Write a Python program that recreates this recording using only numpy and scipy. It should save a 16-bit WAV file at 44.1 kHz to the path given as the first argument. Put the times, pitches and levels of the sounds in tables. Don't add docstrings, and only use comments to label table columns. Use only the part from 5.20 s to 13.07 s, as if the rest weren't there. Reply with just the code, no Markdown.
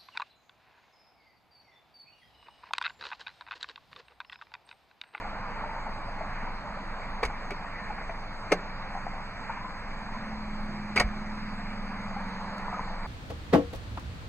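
import sys
import numpy as np
from scipy import signal
from scipy.fft import rfft, irfft, next_fast_len
from scipy.io import wavfile
from scipy.ndimage import uniform_filter1d, map_coordinates

SR = 44100
rng = np.random.default_rng(int(sys.argv[2]) if len(sys.argv) > 2 else 0)


def master(y):
    cut = np.clip(np.atleast_2d(y).T, -1, 1)
    pcm = np.round(cut * 32767)
    wavfile.write(sys.argv[1], SR, pcm.astype(np.int16))


def field_ratio(decibels):
    return 10 ** (np.asarray(decibels, dtype=float) / 20)


N = 347067

# time in seconds, strength in dB.
ROAD_WASH = [(0.0, -41.5), (0.42, -40.5), (0.63, -42.5), (1.3, -42), (2.12, -42), (2.3, -45), (3.22, -44.5),
             (3.4, -43), (3.7, -43.5), (4.1, -44.5), (4.45, -45), (5.0, -44.5), (5.6, -46), (6.14, -46.5),
             (7.3, -42.5), (7.54, -40), (7.87, -43.5)]
# time in seconds, strength in dB.
NEAR_TYRES = [(0.0, -46), (0.39, -44), (0.68, -47.5), (0.88, -47.5), (1.14, -43.5), (1.47, -47.5),
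              (1.86, -45), (2.39, -46.5), (2.63, -44), (3.0, -47.5), (4.38, -45), (4.49, -47),
              (5.74, -46.5), (6.27, -45.5), (7.36, -45.5), (7.87, -47)]
# frequency in Hz, level in dB per Hz.
RUMBLE_SUM = [(8, -17.5), (14, -0.5), (27, -3), (35, -16.5), (50, -4.5), (70, -19.5), (110, -12.5),
              (180, -13.5), (254, -16), (345, -23.5), (450, -30.5), (800, -120)]
ROAD_SUM = [(190, -26), (330, -15), (350, -51.5), (404, -13), (445, -12), (539, -8.5), (617, -6.5),
            (693, -6.5), (890, -2), (1560, -7), (1750, -7.5), (2310, -8.5), (3300, -38), (4290, -91),
            (7260, -120)]
HISS_SUM = [(1760, -34.5), (3000, -18), (3440, -9.5), (4530, 4.5), (4950, -3.5), (5420, -20.5), (6090, -3),
            (6470, -1.5), (6980, -6.5), (7900, -6.5), (8520, -15), (9510, -18), (10300, -24), (13000, -28),
            (15500, -47)]
ROAD_DIFFERENCE = [(12, -36), (20, 4.5), (35, 5), (65, -23.5), (150, -13), (325, -29), (871, -8),
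                   (1780, -10), (2330, -16), (3000, -19.5), (3900, -38), (6600, -120)]
HISS_DIFFERENCE = [(1530, -36), (2600, -1.5), (3060, -1.5), (4390, 6), (5250, -0.5), (6370, -25),
                   (6760, -38), (7180, -26), (7510, -13), (7910, -15), (8720, -24.5), (9820, -17),
                   (11300, -30.5), (13600, -36), (15500, -46.5)]
# time in seconds, dB by which the ports cancel in their null.
CAMERA_AIM = [(0, -1), (.6, 1), (1.6, -1.5), (1.95, 0.5), (2.7, 5), (2.95, 1.5), (3.5, 2.5), (3.85, 6.5),
              (4.0, 11), (4.7, 7), (5.3, 4), (5.45, -1), (5.65, 6), (5.9, 1.5), (6.45, 3.5), (6.8, 3),
              (7.1, -3.5), (7.4, -2)]
# frequency in Hz, level in dB rms.
IDLE_LINES = [(22.4, -40.5), (45, -53.5), (98, -59)]
# time in seconds, pitch of shaft order 11 in Hz, its level in dB.
PASSING_ENGINE = [
    (4.2, 205, -54.5),
    (4.6, 206, -54.5),
    (5.0, 218, -43.5),
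    (5.3, 210, -40.5),
    (5.8, 208, -39.5),
    (6.2, 212, -41.5),
    (7.0, 207, -43.5),
    (7.5, 202, -46),
    (7.87, 200, -49.5),
]
# shaft order as a number, level in dB re order 11.
SHAFT_ORDERS = [(5, -15), (6, -18), (8, -17), (9, -16), (12, -18), (13, -13)]
# start in seconds, peak in dB, pitch in Hz, t60 in seconds.
SOFT_TAPS = [(0.053, -18.5, 806, 0.037), (0.437, -19.5, 910, 0.079), (0.457, -20.5, 616, 0.06),
             (0.49, -25, 904, 0.24), (0.562, -23, 910, 0.099), (0.6665, -13.5, 905, 0.025),
             (0.884, -20.5, 700, 0.04), (1.008, -20.5, 653, 0.081), (1.274, -21, 957, 0.081),
             (1.445, -29, 600, 0.058), (1.57, -25.5, 630, 0.11), (2.1, -15.5, 840, 0.032),
             (2.345, -20.5, 1000, 0.028), (2.46, -26, 1850, 0.071), (2.557, -24, 1980, 0.072),
             (2.589, -32, 1815, 0.5), (2.697, -21.5, 860, 0.087), (2.779, -24, 802, 0.073),
             (2.814, -26, 647, 0.093), (2.894, -20, 667, 0.087), (3.7515, -9.5, 763, 0.025),
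             (3.764, -16, 780, .03), (3.774, -19, 754, .03), (3.8665, -9.5, 770, 0.017),
             (3.879, -21, 760, .03), (3.935, -26, 780, 0.089), (4.295, -18, 908, 0.069),
             (4.297, -28, 1408, 0.19), (4.372, -23, 990, 0.05), (4.41, -21.5, 1020, 0.05),
             (4.445, -28, 1026, 0.32), (4.89, -18, 1010, 0.02), (4.948, -23, 1000, 0.088),
             (6.392, -22, 707, 0.043), (6.963, -21.5, 810, 0.12), (7.205, -38, 1020, .06),
             (7.4815, -14.5, 990, 0.03), (7.528, -19, 720, .04), (7.54, -19, 1250, 0.044),
             (7.593, -14, 1000, 0.036), (7.746, -28, 1000, 0.025)]
# start in seconds, peak in dB, pitch in Hz, t60 in seconds.
TRIM_SCUFFS = [(0.359, -42, 930, 0.24), (.455, -40, 450, 0.05), (.49, -41, 875, 0.27),
               (.668, -42, 700, 0.1), (1.005, -42.5, 750, .12), (2.44, -45, 990, .2),
               (2.696, -39, 750, 0.14), (2.701, -46, 1800, 0.11), (2.776, -42, 1510, 0.14),
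               (2.78, -42, 2200, 0.083), (2.81, -42, 800, .1), (2.81, -46, 1800, 0.08),
               (2.844, -44.5, 1050, 0.056), (2.89, -39, 900, 0.098), (2.893, -43, 2090, 0.077),
               (4.295, -40, 1040, 0.23), (4.375, -47, 1450, .2), (4.44, -43, 1000, 0.35),
               (4.495, -44, 1400, 0.053), (7.391, -42, 950, .2), (7.52, -40, 1150, .3),
               (7.585, -39, 1200, 0.12)]
# start in seconds, latch ring in dB, panel push in dB, panel pitch in Hz.
LID_CONTACTS = [(2.026, -27.5, -32, 443), (2.03, -26.5, -17, 950), (2.0308, -25, -15.5, 484),
                (2.032, -29, -33.5, 770), (2.0343, -26.5, -34.5, 1575), (2.0374, -41, -15, 1170),
                (2.046, -35, -22, 836), (2.05, -27.5, -28.5, 433), (2.06, -41, -24.5, 1000),
                (2.307, -29, -25.5, 780), (2.316, -32, -25, 390), (3.312, -36.5, -25, 477),
                (3.3185, -24, -13, 499), (3.3213, -28.5, -8.5, 444), (3.322, -13, -29, 1200),
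                (3.3245, -23.5, -8.5, 579), (3.33, -33, -21, 850), (3.335, -44, -15, 745),
                (3.343, -41, -24, 750), (3.34, -44, -30.5, 440), (5.7609, -19.5, -20, 408),
                (5.7637, -13.5, -22, 1114), (5.767, -14.5, -24.5, 600), (5.7751, -12, -17, 815),
                (5.783, -18, -17, 770), (5.79, -22.5, -22.5, 383), (5.798, -19, -15.5, 970),
                (5.8015, -13.5, -21, 690), (5.806, -18, -15.5, 720), (5.8095, -23, -13.5, 600),
                (5.814, -27.5, -16.5, 705), (5.82, -23.5, -21, 850), (5.83, -40.5, -40, 775)]
# start in seconds, snap in dB, length in seconds.
EDGE_CLACKS = [
    (2.0505, -41, .006),
    (2.307, -44.5, .002),
    (3.3195, -34, .004),
    (5.76, -38, .005),
    (5.7988, -26, .0035),
    (7.3822, -49, .0012),
]
# centre in Hz, width in Hz, level in dB.
PANEL_MODES = [(179, 44, -8), (350, 110, -5.5), (535, 150, 6), (770, 230, 18), (1200, 310, -11)]
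LATCH_MODES = [(1070, 1160, -14), (1580, 300, -9.5), (1820, 59, -10.5), (2094, 255, -1.5), (2300, 176, 0.5),
               (2660, 490, -12.5)]
# frequency in Hz, level in dB per Hz.
SNAP_SUM = [(1760, -25), (3000, -3), (3100, -15.5), (4690, 1), (5490, -10), (6300, 0), (6700, -9),
            (7480, -7), (8180, -10), (9190, -14), (10600, -21), (11700, -17), (13500, -29), (14400, -27),
            (15500, -36)]
SNAP_DIFFERENCE = [(1500, -40), (2600, -4.5), (3750, -1.5), (4550, 3), (5740, -10.5), (6760, -29),
                   (7560, -12.5), (8900, -16.5), (9800, -16.5), (11500, -29), (12600, -44), (13400, -30),
                   (15500, -40)]
# start in seconds, peak in dB, pitch in Hz, t60 in seconds.
PAWL_NOTES = [(2.033, -20.5, 2300, 0.04), (2.04, -32, 2300, 0.025), (2.308, -33, 2210, .03),
              (2.896, -28, 1930, 0.036), (2.895, -31.5, 2344, 0.064), (3.31, -27, 2380, .04),
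              (3.3172, -17, 2130, .03), (3.3215, -11.5, 2380, 0.022), (3.3205, -11, 1746, 0.022),
              (5.764, -17, 2230, .03), (5.7748, -10, 2190, 0.029), (5.798, -17.5, 2570, 0.016),
              (5.8012, -11.5, 1870, 0.036), (5.807, -13.5, 2300, 0.038), (5.819, -36, 2300, .04)]
# start in seconds, peak in dB, pitch in Hz, t60 in seconds.
LATCH_TINGS = [(2.031, -36, 4520, 0.024), (2.05, -48, 7400, .035), (2.051, -48.5, 4570, 0.035),
               (2.308, -49, 4630, 0.032), (3.319, -44, 4690, .04), (3.3195, -36, 6180, .05),
               (5.761, -46, 6500, .04), (5.766, -38, 4680, .04), (5.766, -47, 7860, .04),
               (5.777, -29.5, 4700, .03), (5.783, -40, 6440, 0.029), (5.7985, -34, 4700, 0.018),
               (5.8, -36.5, 6460, 0.057), (5.802, -40.5, 8100, 0.045), (5.806, -38, 4700, 0.033)]
# frequency in Hz, difference over sum in dB.
TING_DIFFERENCE = [(4600, 8), (6500, -15), (7800, 0.5)]
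# start in seconds, peak in dB, pitch in Hz, t60 in seconds.
CABIN_BOOMS = [
    (2.046, -26, 46.4, 0.15),
    (3.321, -32, 179, 0.36),
    (3.322, -23, 254, 0.044),
    (5.759, -26.5, 85, .09),
    (5.775, -27, 151, 0.08),
    (5.763, -38.5, 252, 0.42),
    (5.797, -22.5, 31, 0.14),
    (5.8, -40, 176, 0.1),
    (5.802, -27.5, 114, 0.077),
    (5.842, -17.5, 46, 0.14),
]
# frequency in Hz, t60 in seconds.
CABIN_DECAY = [(150, 0.32), (600, 0.056), (2500, 0.092), (10000, 0.05)]
MUTE_BANDS = [2700, 3050, 3450, 3800, 4150, 5170, 5680, 6300, 6900, 7250, 7600, 8300, 8950, 9650, 10300,
              11000]
# frequency in Hz, gap in dB.
MUTE_GAP = [(3000, 10.5), (3600, 15.5), (4700, 21), (5400, 7.5), (6900, 9), (7900, 3), (8600, 3),
            (10000, 4.5)]
# frequency in Hz, level in dB.
NEVER_MUTED = [(7000, -54), (9000, -67)]


def unit(x):
    return x / np.sqrt(np.mean(x ** 2) + 1e-20)


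def along(points, hz):
    f, v = np.transpose(points)
    return np.interp(np.log(hz + 1), np.log(f + 1), v)


def curves(rows):
    s, *cols = np.transpose(rows)
    return [np.interp(np.arange(N) / SR, s, c) for c in cols]


def wobble(rate):
    knots = rng.standard_normal(int(N * rate / SR) + 4)
    return map_coordinates(knots, [np.arange(N) * rate / SR])


def filtered(x, response):
    m = next_fast_len(N + SR // 2)
    hz = np.fft.rfftfreq(m, 1 / SR)
    return irfft(rfft(x, m) * response(hz), m)[..., :N]


def resonant(x, modes):
    def response(f):
        total = 0
        for k, (centre, width, db) in enumerate(modes):
            damping = 1j * f * width
            total = total + (-1) ** k * field_ratio(db) * damping / (centre ** 2 - f ** 2 + damping)
        return total
    return filtered(x, response)


def patchy(depth_db):
    z = signal.stft(rng.standard_normal(N), nperseg=512)[2]
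    field = uniform_filter1d(rng.standard_normal(z.shape), size=4, axis=0)
    field = uniform_filter1d(field, size=12, axis=1)
    return signal.istft(z * field_ratio(depth_db * unit(field)), nperseg=512)[1][:N]


def coloured(x, spectrum, turn=1):
    return unit(filtered(x, lambda hz: turn * field_ratio(along(spectrum, hz))))


def aimed(x):
    null_hz, null_width_hz = 3723, 705
    depth_db, = curves(CAMERA_AIM)
    null = filtered(x, lambda hz: np.exp(-((hz - null_hz) / null_width_hz) ** 4))
    return x + (field_ratio(-depth_db) - 1) * null


def outdoors():
    low_db, = curves(ROAD_WASH)
    high_db, = curves(NEAR_TYRES)
    road = patchy(depth_db=1.0)

    def split(hz):
        upper = 1 / (1 + (1350 / (hz + 1)) ** 6)
        return field_ratio(along(ROAD_SUM, hz)) * [1 - upper, upper]

    low, high = filtered(road, split)
    mid = field_ratio(low_db + 0.82 * wobble(22)) * unit(low)
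    mid += field_ratio(high_db - 1.68 + 0.76 * wobble(8.3)) * unit(high)
    mid += field_ratio(-44.5) * coloured(patchy(depth_db=0.66), RUMBLE_SUM)
    early = 0.67 * coloured(road, ROAD_DIFFERENCE, turn=1j)
    early += 0.64 * coloured(patchy(depth_db=0.5), ROAD_DIFFERENCE)
    side = field_ratio((low_db + high_db) / 2 - 5.0) * early - 0.068 * mid
    hiss_mid = field_ratio(-64.5) * coloured(patchy(depth_db=3.0), HISS_SUM)
    hiss_side = field_ratio(-56.5) * coloured(patchy(depth_db=-2.0), HISS_DIFFERENCE)
    hiss_gain = field_ratio(0.4 * (np.arange(N) - N / 2) / SR)
    return np.array([aimed(mid + hiss_gain * hiss_mid), side + hiss_gain * hiss_side])


def idling_engine():
    t = np.arange(N) / SR
    out = np.zeros(N)
    for hz, db in IDLE_LINES:
        out += field_ratio(db + 3 + 2.5 * wobble(5)) * np.sin(2 * np.pi * hz * t + 0.6 * wobble(3))
    return out


def passing_engine():
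    nearest_s, near_width_s = 5.62, 0.55
    pitch_hz, main_db = curves(PASSING_ENGINE)
    near = np.exp(-((np.arange(N) / SR - nearest_s) / near_width_s) ** 2)
    shaft = 2 * np.pi * np.cumsum(pitch_hz) / SR / 11

    def line(order, db, rough):
        level = field_ratio(db + 3 + rough * wobble(7))
        return level * np.sin(order * shaft + 0.3 * rough * wobble(5))

    drone = line(order=11, db=main_db, rough=0.5)
    drone += line(order=10, db=main_db - 1 - 24 * near, rough=1.4)
    drone += near * line(order=19, db=main_db - 22, rough=4.5)
    drone += near * line(order=18, db=main_db - 22, rough=1.9)
    for order, db in SHAFT_ORDERS:
        drone += line(order, main_db + db, rough=2.2)
    return drone


def rings(events, attack, spread, click, pair):
    out, t = np.zeros(N + SR), np.arange(SR // 2) / SR
    skin = signal.butter(5, [450, 1500], "bandpass", fs=SR, output="sos")
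    for s, db, hz, t60 in events:
        tone = np.sin(2 * np.pi * hz * t)
        tone += pair * np.sin(2 * np.pi * hz * spread * t + 2 * np.pi * rng.random())
        tone += click * field_ratio(-60 * t / 0.11) * signal.sosfilt(skin, rng.standard_normal(len(t)))
        out[round(s * SR):][:len(t)] += field_ratio(db - 60 * t / t60) * (1 - np.exp(-t / attack)) * tone
    return out[:N]


def taps():
    return field_ratio(-9.0) * rings(SOFT_TAPS, attack=0.00092, spread=0.94, click=1.6, pair=0.34)


def scuffs():
    sharpness_q, grain_db, skin_top_hz = 3, 3.5, 2500
    out, t = np.zeros(N + SR), np.arange(SR // 2) / SR
    grain = field_ratio(grain_db * np.pad(wobble(150), (0, SR)))
    for s, db, hz, t60 in TRIM_SCUFFS:
        b, a = signal.iirpeak(hz, sharpness_q, SR)
        rub = unit(signal.lfilter(b, a, rng.standard_normal(len(t))))
        out[round(s * SR):][:len(t)] += field_ratio(db - 60 * t / t60) * (1 - np.exp(-t / 0.0025)) * rub
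    soft = signal.butter(10, skin_top_hz, fs=SR, output="sos")
    return signal.sosfilt(soft, out * grain)[:N]


def lid_events():
    events = []
    for s, ring_db, panel_db, panel_hz in LID_CONTACTS:
        force_db = 20 * np.log10(np.hypot(field_ratio(ring_db), field_ratio(panel_db))) + 16
        snap_db = -47 + 1.4 * force_db
        scrape_s = 0.0055 * field_ratio(-0.35 * force_db)
        events.append((s, ring_db, panel_db, panel_hz, snap_db, scrape_s))
    for s, snap_db, scrape_s in EDGE_CLACKS:
        events.append((s, -np.inf, -np.inf, 1, snap_db, scrape_s))
    return events


def scrape(t, length):
    shared = 0.75
    u = t / np.clip(length, 0.0005, 0.012)
    shape = np.sqrt(u) * np.exp(1 - u) ** np.array([[2], [1.2], [1.2]])
    force = shape * rng.standard_normal((3, len(t)))
    force[2] = shared * force[1] + np.sqrt(1 - shared ** 2) * force[2]
    force[0, 15] += 9
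    wanted = np.linalg.norm(shape, axis=1, keepdims=True)
    return force * wanted / np.linalg.norm(force, axis=1, keepdims=True)


def panel_push(t, hz):
    turns = t * hz
    tone = np.sin(2 * np.pi * turns)
    tone += 0.5 * np.sin(2 * np.pi * 1.46 * turns)
    tone += 0.27 * np.sin(2 * np.pi * 2.164 * turns)
    return field_ratio(-60 * turns / 14) * (1 - np.exp(-turns / 0.33)) * tone


def lid():
    ring, thud, snap, wide = np.zeros((4, N + SR))
    t = np.arange(SR // 10) / SR
    for s, ring_db, panel_db, panel_hz, snap_db, length in lid_events():
        force = scrape(t, length)
        start = round(s * SR) - 20
        at = slice(start, start + len(t))
        ring[at] += field_ratio(ring_db + 3.5) * force[0]
        snap[at] += field_ratio(snap_db + 22.5) * force[1]
        wide[at] += field_ratio(snap_db + 27.5) * force[2]
        thud[at] += field_ratio(panel_db) * panel_push(t, panel_hz)
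    body = thud[:N] + field_ratio(-33.0) * resonant(thud[:N], PANEL_MODES)
    body = filtered(body, lambda hz: (1j * hz / (1j * hz + 120)) ** 2)
    mid = resonant(ring[:N], LATCH_MODES) + body
    mid += filtered(snap[:N], lambda hz: field_ratio(along(SNAP_SUM, hz) - 17.5))
    side = filtered(wide[:N], lambda hz: 1j * field_ratio(along(SNAP_DIFFERENCE, hz) - 17.5))
    side += field_ratio(-8.0) * filtered(mid, lambda hz: 1j * hz / (hz + 1500) * (hz < 3000))
    return np.array([mid, side])


def latch_tings():
    tings = rings(LATCH_TINGS, attack=0.0011, spread=0.88, click=0, pair=0.6)
    return np.array([tings, filtered(tings, lambda hz: 1j * field_ratio(along(TING_DIFFERENCE, hz)))])


def latch_pawl():
    pawl = rings(PAWL_NOTES, attack=0.0009, spread=0.98, click=0, pair=0.34)
    return pawl * field_ratio([[-3], [-18]])


def cabin_booms():
    return rings(CABIN_BOOMS, attack=0.004, spread=1.22, click=0, pair=0.15)


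def grip():
    tick_s, tick_t60_s, rub_s, thin_hz = 7.3822, 0.006, 0.025, 10500
    t = np.arange(N) / SR - tick_s
    shape = field_ratio(-47 - 60 * abs(t) / tick_t60_s) * (t >= 0)
    shape += field_ratio(-68) * np.exp(-(t / rub_s) ** 2)
    noise = shape * rng.standard_normal((2, N))
    return filtered(noise, lambda hz: (1j * hz / (1j * hz + thin_hz)) ** 4) * np.array([[1], [0.6]])


def cabin(x):
    hz, t, z = signal.stft(rng.standard_normal((2, SR // 4)), SR, nperseg=128)
    decay = field_ratio(-60 * t / along(CABIN_DECAY, hz)[:, None])
    tail = signal.istft(z * decay, SR, nperseg=128)[1]
    tail = tail / np.linalg.norm(tail[0])
    late = np.pad(x, ((0, 0), (130, 0)))
    return signal.fftconvolve(late, tail, axes=1)[:, :N]


def muted(x):
    pair = np.array([x[0] + x[1], x[0] - x[1]])
    pair = np.pad(pair, ((0, 0), (0, 2048)), "reflect") / 2
    hz, _, z = signal.stft(pair, SR, nperseg=1024)
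    keep = np.ones(z.shape)
    for lo, hi in zip(MUTE_BANDS, MUTE_BANDS[1:]):
        band = (hz >= lo) & (hz < hi)
        power = uniform_filter1d(np.sum(abs(z[:, band]) ** 2, axis=1), size=3, axis=1)
        other = power[::-1]
        near_enough = power > other * field_ratio(-2 * along(MUTE_GAP, (lo + hi) / 2))
        loud = other > field_ratio(2 * along(NEVER_MUTED, lo))
        keep[:, band] = (near_enough | loud)[:, None]
    keep *= (abs(z) > field_ratio(-112)) | (hz < 8800)[:, None]
    mid, side = signal.istft(z * keep, SR, nperseg=1024)[1][:, :N]
    return np.array([mid + side, mid - side])


def scene():
    far = outdoors()
    bass = idling_engine() + passing_engine()
    touches = taps() + scuffs()
    near = np.array([touches, field_ratio(-17.0) * touches])
    near += lid() + latch_tings() + latch_pawl()
    bass += cabin_booms()
    mid, side = near + field_ratio(-12.0) * cabin(near) + far + grip() + bass * np.array([[1], [-0.04]])
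    return np.array([mid + side, mid - side])


def top_cut(x):
    return signal.sosfilt(signal.butter(12, 15640, fs=SR, output="sos"), x)


def record(dry):
    top = signal.butter(16, 15050, fs=SR, output="sos")
    limited = signal.sosfiltfilt(top, dry)
    limited = limited / (1 + abs(limited / 0.52) ** 4) ** 0.25
    left_s = (N - np.arange(N)) / SR
    limited = limited * np.sin(np.pi / 2 * np.clip(left_s / 0.006, 0, 1)) ** 2
    return top_cut(muted(limited))


dry = scene()
out = record(dry)
master(out)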